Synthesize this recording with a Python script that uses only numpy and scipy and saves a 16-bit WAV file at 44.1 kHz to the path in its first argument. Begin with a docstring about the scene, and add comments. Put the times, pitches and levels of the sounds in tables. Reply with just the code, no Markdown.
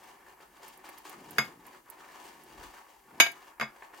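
"""A small room, close up: a shaving brush whips lather in a hand-held ceramic bowl.
Each sweep bursts countless tiny bubbles: a wet squelch coloured by the bowl's hollow, with a fine
fizz of bristles on top. A metal watch strap ticks on the right, the bowl rubs in the palm, and the
handle knocks its wall and rim. One soft low bump passes; quiet room tone lies under it all."""
import sys
import numpy as np
from scipy import signal
from scipy.fft import rfft, irfft
from scipy.io import wavfile

SR = 44100
rng = np.random.default_rng(int(sys.argv[2]) if len(sys.argv) > 2 else 0)


def generate_wav(sig):
    """Save sig (samples, or channels by samples) to the path in sys.argv[1] as 16-bit PCM at SR."""
    pcm = np.round(np.clip(np.atleast_2d(sig).T, -1, 1) * 32767).astype(np.int16)
    wavfile.write(sys.argv[1], SR, pcm)


N = 176400
T = np.arange(N) / SR

# The swells of the brush. Each row: time in seconds, squelch level in dB, fizz level in dB.
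BRUSH_SWEEPS = [(0, -54.5, -60.5), (.05, -50.5, -57), (.21, -60.5, -74.5), (.3, -53, -59.5),
                (.355, -64.5, -83), (.41, -56.5, -62.5), (.49, -65.5, -72.5), (.62, -52, -61.5),
                (.68, -53.5, -54), (.79, -58.5, -71), (.86, -50, -55.5), (1.018, -56.5, -63),
                (1.07, -49, -52.5), (1.2, -54.5, -63.5), (1.36, -52, -56.5), (1.58, -58.5, -68),
                (1.755, -50.5, -59), (1.825, -76.5, -78), (1.87, -56.5, -67.5), (2.16, -49.5, -56),
                (2.43, -57, -62), (2.65, -51, -58.5), (3.02, -62.5, -69), (3.16, -54.5, -67.5),
                (3.49, -56, -64.5), (3.57, -62, -85), (3.84, -52.5, -60), (3.922, -59, -79),
                (3.94, -53.5, -60)]
# The wet body of the lather. Each row: frequency in Hz, relative level in dB.
SQUELCH_EQ = [(110, -32), (355, -1), (460, -10.5), (950, 1.5), (1400, -10.5), (1750, -4.5), (2900, -17),
              (3700, -34)]
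# The bright scratch of the bristles. Each row: frequency in Hz, relative level in dB.
FIZZ_EQ = [(1200, -12.5), (2850, 5), (3900, 0.5), (5500, -0.5), (12300, -7), (16000, -6)]
# Larger air pockets collapsing in the foam. Each row: start in seconds, level in dB.
AIR_POCKETS = [(0.403, -46.5), (.889, -40.5), (1.053, -43.5), (1.86, -49.5), (3.822, -39.5), (3.937, -43)]
# Room tone and hiss. Each row: frequency in Hz, relative level in dB.
ROOM_TONE_EQ = [(50, 8), (95, -11.5), (600, -8.5), (3500, -18.5), (13500, -10)]
# Watch strap links tapping. Each row: start in seconds, level in dB.
STRAP_TICKS = [(.6809, -52), (.7746, -58.5), (0.891, -52.5), (0.9821, -52), (1.095, -49), (1.308, -48.5),
               (1.6667, -55), (1.9004, -47.5), (2.4357, -59), (3.317, -52)]
# The thin glint of a tick. Each row: frequency in Hz, relative level in dB.
TICK_EQ = [(5500, -19), (8400, -9.5), (12500, -2.5)]
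# The bowl slipping in the palm. Each row: time in seconds, level in dB.
RUB_LEVELS = [(1.05, -70.5), (1.2, -55), (1.38, -49.5), (1.85, -74), (2.38, -64.5), (2.65, -59.5),
              (2.85, -92.5), (3.18, -57), (3.45, -76.5)]
# The dull tone of skin on ceramic. Each row: frequency in Hz, relative level in dB.
RUB_EQ = [(80, -10.5), (150, -0.5), (370, 4), (1000, -24.5)]
# The handle hitting the bowl. Each row: start in seconds, gain in dB, place from 0 (wall)
# to 1 (rim), low-pass cutoff of the contact in Hz.
HANDLE_KNOCKS = [(1.3832, 0.5, 0.11, 11800), (3.2003, -0.5, 0.92, 14700), (3.2052, -4, 0.75, 13900),
                 (3.2632, -14.5, 0.79, 2550), (3.598, -14, 0.25, 4700), (3.6115, -6, 0.27, 2520),
                 (3.6247, -9.5, 0.095, 2330)]
# The dry clack of contact. Each row: frequency in Hz, relative level in dB on the wall, then on the rim.
CLACK_EQ = [(70, -56, -39.5), (231, -10, -9), (1664, 3.5, 0.5), (3090, -12.5, -1.5), (5740, -28.5, -8.5),
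            (9140, -29.5, -18.5), (12370, -19, -6), (15900, -29, -34.5)]
# The bowl's ring. Each row: frequency in Hz, relative level in dB struck on the wall, then on the rim.
BOWL_MODES = [(136.2, -33.5, -52), (219, -30.5, -49), (683.4, -45.5, -23.5), (944, -48.5, -18.5),
              (1205, -29, -48), (1404, -32, -30.5), (1616, -34.5, -16.5), (1847, -36.5, -24),
              (2163, -22, -23), (2270, -39.5, -11), (2535, -36, -22), (2950, -69, -12.5),
              (3410, -38, -27.5), (3760, -43, -18), (4923, -30, -25), (6080, -53, -38), (6560, -41, -17.5),
              (7030, -57, -23.5), (7240, -41, -34)]
# The stereo lean of the whole mix. Each row: frequency in Hz, left minus right in dB.
STEREO_TILT = [(220, 1), (700, 2.5), (2300, 0.5), (6000, 6), (9500, -2)]

HOLLOW_HZ, HOLLOW_Q = [2910, 4600, 7050, 8500], 47   # the bowl's hollow, singing in the fizz
GURGLE_HZ, GURGLE_Q, GURGLE_DB, WANDER_OCTAVES = 948, 17, -7, .3
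CLACK_WALL_DB, CLACK_RIM_DB, CLACK_TAIL_DB = -18, -13, -14
MINOR_MODES_PER_HZ, MINOR_MODE_DB = 0.011, 30.5
BOWL_T60_AT_1KHZ_S, MODE_SPLIT, NEIGHBOUR_DB = 0.16, 0.0159, -4
ROOM_T60_S, BRUSH_REVERB_DB, CONTACT_REVERB_DB = 0.27, -2, -19


def from_db(db):
    return 10 ** (np.asarray(db) / 20)


def rms_one(x):
    return x / np.sqrt(np.mean(x ** 2) + 1e-20)


def automation(rows):
    """One fader curve per level column, in straight lines from point to point."""
    times, *columns = np.transpose(rows)
    return [np.interp(T, times, column) for column in columns]


def pan(db):
    """Left and right gains; positive dB leans left."""
    return from_db(np.vstack([db, -db]) / 2)


def decay(start_s, t60):
    """A hard attack, then a fall of 60 dB in t60 seconds."""
    age = T - start_s
    return (age >= 0) * np.exp(-np.log(1000) * np.clip(age / t60, 0, 10))


def eq(x, curve):
    """Minimum-phase EQ, rolled off beyond the curve's ends; comes out at rms 1."""
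    hz, db = np.transpose(curve)
    size = 2 * N
    grid = np.maximum(np.fft.rfftfreq(size, 1 / SR), 1)
    skirts = np.minimum(grid / hz[0], 1) ** 2 * np.minimum(hz[-1] / grid, 1) ** 2
    cepstrum = irfft(np.log(skirts * from_db(np.interp(np.log(grid), np.log(hz), db))))
    response = np.exp(2 * rfft(cepstrum[:N], size))
    return rms_one(irfft(rfft(x, size) * response)[..., :N])


def resonate(x, hz, q):
    return signal.lfilter(*signal.iirpeak(hz, q, fs=SR), x)


def stereo_noise(width):
    """Mid-side white noise; width is the side gain."""
    mid, side = rng.standard_normal((2, N))
    return mid + width * side * np.array([[1], [-1]])


def drift(hz):
    """A smooth random wobble, mostly slower than hz, at rms 1."""
    pole = np.exp(-2 * np.pi * hz / SR)
    return rms_one(signal.lfilter([1], [1, -2 * pole, pole * pole], rng.standard_normal(N)))


def grains(per_s, spread_db):
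    """Random clicks, most small and a few large."""
    sizes = from_db(spread_db * np.minimum(rng.exponential(1, N), 5))
    return sizes * rng.choice([-1, 1], N) * (rng.random(N) < per_s / SR)


def in_room(x, wet_db):
    """Blends in dense reflections from near surfaces, different at each ear."""
    t = T[:SR // 2]
    echoes = rng.standard_normal((2, len(t))) * np.exp(-np.log(1000) * t / ROOM_T60_S) * (t > .001)
    echoes /= np.sqrt(np.sum(echoes ** 2, axis=1, keepdims=True))
    wet = from_db(wet_db)
    return (x + wet * signal.fftconvolve(x, echoes, axes=1)[:, :N]) / np.hypot(1, wet)


def brush():
    """Bubbles burst in clumps, bristles scratch through the foam, and the odd air pocket collapses."""
    squelch_db, fizz_db = automation(BRUSH_SWEEPS)
    clumps = drift(hz=32.4)   # squelch and fizz flutter together
    bubbles = grains(per_s=5000, spread_db=3.5) * from_db(2 * clumps)
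    squelch = eq(bubbles, SQUELCH_EQ)
    squelch = rms_one(squelch + from_db(GURGLE_DB) * gurgle(bubbles * rng.choice([-1, 1], N)))
    bristles = grains(per_s=16000, spread_db=4.5) * from_db(3 * clumps)
    fizz = eq(bristles, FIZZ_EQ)
    fizz = rms_one(fizz + sum(resonate(fizz, hz, HOLLOW_Q) for hz in HOLLOW_HZ))
    collapses = sum(from_db(db) * decay(start_s, t60=0.045) for start_s, db in AIR_POCKETS)
    squish = collapses * eq(rng.standard_normal(N), SQUELCH_EQ)
    lather = squelch * from_db(squelch_db) + squish + fizz * from_db(fizz_db)
    return in_room(np.atleast_2d(lather), BRUSH_REVERB_DB)


def gurgle(bubbles):
    """Each bubble rings at its own pitch, around a centre that wanders as the air pockets change size."""
    octaves = np.linspace(-1, 1, 20)
    pitch = WANDER_OCTAVES * (drift(hz=10) + .5 * rng.standard_normal(N))
    band = np.searchsorted(octaves, pitch)
    rings = (resonate(bubbles * (band == k) + 1e-18, GURGLE_HZ * 2 ** octave, GURGLE_Q)
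             for k, octave in enumerate(octaves))
    return rms_one(sum(rings))


def room_tone():
    """A steady, quiet bed of low room noise and hiss."""
    return from_db(-69) * eq(stereo_noise(width=0.42), ROOM_TONE_EQ)


def watch_strap():
    """Steel links tap each other in tiny, very high ticks on the right."""
    envelope = sum(from_db(db) * decay(start_s, t60=0.035) for start_s, db in STRAP_TICKS)
    ticks = envelope * eq(rng.standard_normal(N), TICK_EQ)
    return in_room(ticks * pan(db=-21.5), CONTACT_REVERB_DB)


def palm_rub():
    """The bowl slips against the skin with a dull, grainy friction."""
    rub_db, = automation(RUB_LEVELS)
    rub = from_db(rub_db) * eq(grains(per_s=700, spread_db=2.5), RUB_EQ)
    return in_room(rub * pan(db=0), CONTACT_REVERB_DB)


def handle_knocks():
    """The handle strikes the bowl: a clack layered with a short ring, brighter on the rim."""
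    out = np.zeros((2, N))
    t = T[:SR // 2]
    # the bowl's minor modes: scattered narrow peaks, stronger towards the top
    bins = N // 2 + 1
    peaks = from_db(MINOR_MODE_DB) * rng.exponential(1, bins) * np.linspace(0, 1, bins)
    minor_modes = 1 + peaks * (rng.random(bins) < MINOR_MODES_PER_HZ * SR / N)
    for start_s, db, place, contact_hz in HANDLE_KNOCKS:
        hit = clack(place, minor_modes)[:, :len(t)] + bowl_ring(t, place)
        hit = signal.sosfilt(signal.butter(1, contact_hz, fs=SR, output="sos"), hit)
        start = int(start_s * SR)
        out[:, start:start + len(t)] += from_db(db) * hit[:, :N - start]
    return in_room(out, CONTACT_REVERB_DB)


def wall_to_rim(place, wall_db, rim_db):
    return wall_db + place * (rim_db - wall_db)


def clack(place, minor_modes):
    """The contact excites many minor modes at once: a dry snap with a softer tail."""
    curve = [(hz, wall_to_rim(place, wall_db, rim_db)) for hz, wall_db, rim_db in CLACK_EQ]
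    noise = eq(irfft(rfft(stereo_noise(width=0.5)) * minor_modes), curve)
    envelope = np.hypot(decay(0, t60=0.055), from_db(CLACK_TAIL_DB) * decay(0, t60=0.23))
    return noise * envelope * from_db(wall_to_rim(place, CLACK_WALL_DB, CLACK_RIM_DB))


def bowl_ring(t, place):
    """The bowl is not quite round, so each upper mode rings as a beating cluster of three."""
    out = 0
    for hz, wall_db, rim_db in BOWL_MODES:
        t60 = BOWL_T60_AT_1KHZ_S * (hz / 1000) ** -0.062   # high modes die a little sooner
        attack = 1 - np.exp(-2 * hz * t)
        envelope = from_db(wall_to_rim(place, wall_db, rim_db)) * attack * np.exp(-np.log(1000) * t / t60)
        shimmer = np.tanh(hz / 2000)   # high modes beat deeper and spread wider
        for neighbour in (-1, 0, 1):
            phase = neighbour * rng.uniform(0, 2 * np.pi)
            ear_phase = 1.19 * shimmer * rng.standard_normal((2, 1))
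            detune = 1 + neighbour * MODE_SPLIT * rng.uniform(0.52, 1)
            gain = from_db(NEIGHBOUR_DB) * shimmer if neighbour else 1
            out = out + gain * envelope * np.sin(2 * np.pi * hz * detune * t + phase + ear_phase)
    return out


def low_bump(centre_hz=49.3, peak_s=2.632, width_s=0.055):
    """One soft swell of octave-wide rumble, leaning left."""
    band = signal.butter(2, [centre_hz / np.sqrt(2), centre_hz * np.sqrt(2)], "band", fs=SR, output="sos")
    rumble = rms_one(signal.sosfilt(band, rng.standard_normal(N)))
    swell = np.exp(-.5 * ((T - peak_s) / width_s) ** 2)
    return from_db(-59.5) * rumble * swell * pan(db=7.5)


def scene():
    """The mix: brush, watch and bowl over a quiet room."""
    return brush() + room_tone() + watch_strap() + palm_rub() + handle_knocks() + low_bump()


def record(dry):
    """The master: each side gets its own colour, peaks clip at full scale, and the very top is cut."""
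    hz, db = np.transpose(STEREO_TILT)
    tilt_db = np.interp(np.fft.rfftfreq(N, 1 / SR), hz, db)
    tilted = irfft(rfft(dry) * pan(tilt_db))
    high_cut = signal.ellip(10, .2, 80, 16300, fs=SR, output="sos")
    return signal.sosfilt(high_cut, np.clip(tilted, -1, 1))


dry = scene()
out = record(dry)
generate_wav(out)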